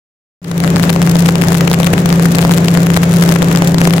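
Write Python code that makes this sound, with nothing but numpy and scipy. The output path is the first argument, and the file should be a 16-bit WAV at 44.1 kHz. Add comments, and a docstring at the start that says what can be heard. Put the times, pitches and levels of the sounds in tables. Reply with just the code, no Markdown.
"""A piston engine's drone fades in, heard inside a small propeller aircraft in level flight.
Its eleventh order booms in the cabin while the slipstream rushes past.
The din overloads the camera, whose signal flips to the opposite rail at the crests:
a fluttering crackle of snaps and ticks, mostly on the left."""
import sys
import numpy as np
from scipy.fft import rfft, irfft, next_fast_len
from scipy.io import wavfile
from scipy.ndimage import map_coordinates

SR = 44100
rng = np.random.default_rng(int(sys.argv[2]) if len(sys.argv) > 2 else 0)


def put_to_file(sound):
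    """Save the sound as 16-bit audio at rate SR, in the file named by the first command-line argument."""
    columns = np.atleast_2d(sound).T  # one column per channel
    safe = np.clip(columns, -1, 1)
    whole_steps = np.round(safe * 32767)
    wavfile.write(sys.argv[1], SR, whole_steps.astype(np.int16))


N = 176400

CYCLE_HZ = 15.4607  # one engine cycle = two revolutions
RAIL = 0.86  # overload limit, linear


def engine():
    """Orders of a steady engine; the airframe delays the higher ones, smearing each cycle into a warble."""
    # engine orders: (multiple of the cycle rate, level [dB])
    orders = [(4, -40), (5, -36.5), (6, -32), (7, -28), (8, -32.5), (9, -22.5), (10, -23.5), (11, -10),
              (12, -20), (13, -37.5), (14, -36), (15, -33), (16, -39), (17, -35.5), (18, -27.5),
              (20, -35.5), (22, -32.5), (23, -37.5), (24, -42), (25, -28), (26, -46.5), (30, -33.5),
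              (32, -40), (33, -37), (35, -47.5), (36, -35.5), (38, -49.5)]
    sag_hz_per_s, cycle_start_s, smear_rad = .00471, .0423, 1.33
    level_db, pan_db, flutter_db, flutter_hz = -0.5, 0.74, 1, 7.2
    t = np.arange(N) / SR
    phase = 2 * np.pi * (CYCLE_HZ * (t - cycle_start_s) - sag_hz_per_s * t ** 2 / 2)
    drone = np.zeros(N)
    for order, db in orders:
        gain = amp(db + flutter_db * wobble(flutter_hz))
        drone += gain * np.cos(order * phase + smear_rad * order ** 2)
    return np.sqrt(2) * drone * amp(level_db + pan_db * np.array([[1], [-1]]))


def snaps(x):
    """Strong overloads: a crest surges and flips to the opposite rail, chattering on the left."""
    # overloads: (time [s], nominal flipped time left [ms], same right [ms], flips on the left)
    overloads = [(0.445, 0.1, 0.027, 3), (0.448, 0.13, 0, 1), (0.515, 0.41, 0.023, 2),
                 (0.518, 0.073, 0.0, 2), (0.604, 0.23, 0.01, 5), (0.639, 0.35, 0.0, 2),
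                 (0.646, 0.36, 0.0, 1), (0.677, 0.13, 0.0, 2), (0.76, 0.18, 0.031, 2),
                 (0.768, 0.27, 0.02, 1), (0.797, 0.27, 0.0, 3), (0.832, 0.17, 0.0, 4),
                 (0.838, 0.28, 0.026, 1), (0.895, 0.25, 0.0, 2), (0.897, 0.35, 0.0, 3),
                 (0.902, 0.36, 0.036, 4), (0.963, 0.53, 0.0, 1), (1.019, 0.42, 0.058, 4),
                 (1.028, 0.094, 0.0, 3), (1.074, 0.24, 0.0, 1), (1.098, 0.099, 0.0, 4),
                 (1.156, 0.56, 0.01, 2), (1.259, 0.13, 0.04, 3), (1.262, 0.16, 0.0, 4),
                 (1.287, 0.53, 0.057, 3), (1.29, 0.35, 0.18, 2), (1.356, 0.39, 0.02, 2),
                 (1.415, 0.13, 0.017, 5), (1.42, 0.38, 0.027, 3), (1.437, 0.23, 0.0, 1),
                 (1.485, 0.31, 0.0092, 6), (1.52, 0.37, 0.0, 3), (1.544, 0.1, 0.0068, 2),
                 (1.55, 0.23, 0, 1), (1.609, 0.21, 0.062, 2), (1.612, 0.09, 0.0, 3),
                 (1.675, 0.36, 0.012, 1), (1.678, 0.52, 0.0, 3), (1.715, 0.63, 0.11, 1),
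                 (1.732, 0.09, 0.044, 2), (1.738, 0.23, 0.035, 2), (1.744, 0.17, 0.0, 3),
                 (1.803, 0.55, 0.012, 1), (1.832, 0.31, 0.012, 4), (1.845, 0.18, 0.0, 5),
                 (1.868, 0.4, 0.0, 2), (1.873, 0.18, 0.0, 1), (1.934, 0.9, 0.8, 3), (1.939, 0.39, 0.02, 3),
                 (1.98, 0.16, 0.0, 1), (2.06, 0.56, 0.0, 4), (2.103, 0.11, 0.0, 1), (2.128, 0.35, 0.045, 4),
                 (2.197, 0.28, 0.0, 1), (2.256, 0.48, 0.0, 4), (2.35, 0.48, 0.0, 3), (2.386, 0.32, 0.17, 5),
                 (2.392, 0.17, 0.015, 1), (2.427, 0.14, 0.0, 1), (2.45, 0.64, 0.28, 1),
                 (2.494, 0.52, 0.0, 1), (2.511, 0.16, 0.07, 2), (2.519, 0.28, 0.0, 2),
                 (2.539, 0.13, 0.0, 2), (2.578, 0.22, 0.0, 2), (2.583, 0.19, 0.0, 3),
                 (2.683, 0.41, 0.061, 5), (2.686, 0.2, 0.0, 2), (2.752, 0.18, 0.0, 1),
                 (2.773, 0.41, 0.0, 3), (2.868, 0.2, 0.014, 1), (2.902, 0.16, 0.0062, 1),
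                 (2.944, 0.1, 0.003, 2), (2.965, 0.29, 0.03, 1), (2.968, 0.21, 0.0, 3),
                 (2.974, 0.61, 0.35, 3), (3.033, 0.21, 0.0, 1), (3.037, 0.058, 0.059, 3),
                 (3.139, 0.13, 0.02, 4), (3.224, 0.25, 0.021, 3), (3.227, 0.24, 0.012, 4),
                 (3.237, 0.18, 0.0, 1), (3.292, 0.39, 0, 2), (3.321, 0.29, 0.0, 3),
                 (3.324, 0.13, 0.0088, 4), (3.359, 0.27, 0.0, 1), (3.363, 0.2, 0.0, 1),
                 (3.421, 0.54, 0.0, 3), (3.428, 0.5, 0.017, 2), (3.515, 0.2, 0.01, 1),
                 (3.551, 0.24, 0.0, 1), (3.561, 0.28, 0.017, 4), (3.574, 0.34, 0.0, 5),
                 (3.623, 0.71, 0.23, 1), (3.675, 0.088, 0.05, 2), (3.746, 0.74, 0.0, 2),
                 (3.783, 0.2, 0.029, 2), (3.816, 0.62, 0.22, 4), (3.853, 0.49, 0.0, 3),
                 (3.874, 0.6, 0.37, 3), (3.907, 0.13, 0.0, 1), (3.936, 0.12, 0.0, 1), (3.938, 0.19, 0.0, 5),
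                 (3.981, 0.15, 0.0, 1)]
    surge_share, surge_s = .7, .0009  # share of the way to the rail, half-width
    pause_s, hold_ms = .0001, 0.18
    reach = int(.0008 * SR)
    y = x.copy()
    for time_s, left_ms, right_ms, count in overloads:
        scatter = rng.standard_normal((2, 8))
        first = int(time_s * SR) - reach
        crest = first + np.argmax(np.abs(x[0, first:first + 2 * reach]))
        rail = np.sign(x[0, crest]) * RAIL
        gap_s = pause_s / (1 + (right_ms / hold_ms) ** 2)  # long holds merge into one knock
        gates = flip_burst(left_ms, count, gap_s, scatter), flip_burst(right_ms, 1, gap_s, scatter)
        offsets = np.arange(len(gates[0])) - len(gates[0]) // 2
        at = np.clip(crest + offsets, 0, N - 1)
        surge = surge_share * (rail - x[0, crest]) * np.exp(-(offsets / SR / surge_s) ** 2)
        for side, gate in zip(y, gates):
            side[at] = (side[at] + surge * gate.max()) * (1 - gate) - rail * gate
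    return y


def flip_burst(nominal_ms, count, gap_s, scatter):
    """Share (0-1) of each sample spent flipped: count uneven flips with short pauses between."""
    stretch, length_spread, gap_spread = 1.08, 1.35, 1.05
    weights = np.exp(length_spread * scatter[0, :count])
    lengths = stretch * nominal_ms * SR / 1000 * weights / weights.sum()
    gaps = gap_s * SR * np.exp(gap_spread * np.clip(scatter[1, :count], -2, 2))
    ends = np.cumsum(lengths + gaps)
    ends -= (ends[-1] + ends[0] - lengths[0]) / 2  # centre on the crest
    offsets = np.arange(-SR // 400, SR // 400)[:, None]
    overlap = np.minimum(offsets + 1, ends) - np.maximum(offsets, ends - lengths)
    return np.clip(overlap, 0, 1).sum(1)


def ticks(x, per_s):
    """Brief partial flips, in clumps, likelier on wide swings of the wave and once a revolution."""
    clump_db, clump_hz, swing_db, peak_s = 7, 200, 6.5, .022
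    flip_share, spread, tick_s = 0.49, 0.34, .00005
    swing = np.cos(4 * np.pi * CYCLE_HZ * (np.arange(N) / SR - peak_s))
    chance = x ** 2 * amp(clump_db * wobble(clump_hz) + swing_db * swing)
    struck = rng.random(N) < per_s / SR * chance / chance.mean()
    depth = flip_share * np.exp(spread * rng.standard_normal(N))
    pulse = np.ones(round(tick_s * SR))
    gate = np.clip(np.convolve(struck * depth, pulse, "same"), 0, 1)
    return x * (1 - gate) - np.sign(x) * RAIL * gate


def slipstream():
    """Air rushing along the cabin: shared in the bass, separate and brighter on the left in the treble."""
    # air noise spectrum per side: (frequency [Hz], density [dB per Hz])
    air_left = [(20, -64), (60, -52), (170, -42), (300, -49), (540, -48), (1000, -55), (1700, -58.5),
                (3000, -66), (4600, -72), (7400, -66.5), (8200, -78), (15500, -79.5)]
    air_right = [(20, -74), (60, -49.5), (170, -45), (300, -51), (540, -53), (1000, -61.5), (1900, -61.5),
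                 (3000, -68.5), (4600, -72.5), (7400, -78.5), (8200, -77.5), (15500, -86)]
    # left-right likeness: (frequency [Hz], correlation)
    likeness = [(30, 1), (170, .92), (600, .8), (1000, -0.18), (1400, -0.27), (2000, -.1), (4000, 0.073)]
    level_db, flutter_db, flutter_hz = 0.5, 1.2, 25

    def mid_side_gains(hz):
        angle = np.arccos(along(likeness, hz)) / 2
        return np.array([np.cos(angle), np.sin(angle)])

    mid, side = filtered(rng.standard_normal((2, N)), mid_side_gains)
    stereo = np.array([mid + side, mid - side])
    air = filtered(stereo, lambda hz: amp([along(air_left, hz), along(air_right, hz)]))
    return np.sqrt(SR / 2) * air * amp(level_db + flutter_db * wobble(flutter_hz))


def amp(db):
    """Decibels to gain."""
    return 10 ** (np.asarray(db) / 20)


def along(points, hz):
    """Interpolate (Hz, value) points on a log frequency axis."""
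    point_hz, values = np.transpose(points)
    return np.interp(np.log(hz + 1), np.log(point_hz + 1), values)


def wobble(rate_hz):
    """Smooth random curve, rate_hz knots a second."""
    knots = rng.standard_normal(int(N * rate_hz / SR) + 4)
    return map_coordinates(knots, [np.arange(N) * rate_hz / SR])


def filtered(x, response):
    """Filter x by the gain response(hz)."""
    size = next_fast_len(N + SR // 2)
    return irfft(rfft(x, size) * response(np.fft.rfftfreq(size, 1 / SR)), size)[..., :N]


def scene():
    """Engine and airflow in the cabin."""
    return engine() + slipstream()


def record(dry):
    """Overload, band limit and fade-in."""
    fade_from_s, fade_to_s, mute_until_s, top_hz = 0.4, 0.69, .417, 16100
    t = np.arange(N) / SR
    fade = np.clip((t - fade_from_s) / (fade_to_s - fade_from_s), 0, 1) * (t > mute_until_s)
    left, right = snaps(np.clip(dry, -RAIL, RAIL))
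    crackling = np.array([ticks(left, per_s=135), ticks(right, per_s=7)])
    return fade * filtered(crackling, lambda hz: hz < top_hz)


dry = scene()
out = record(dry)
put_to_file(out)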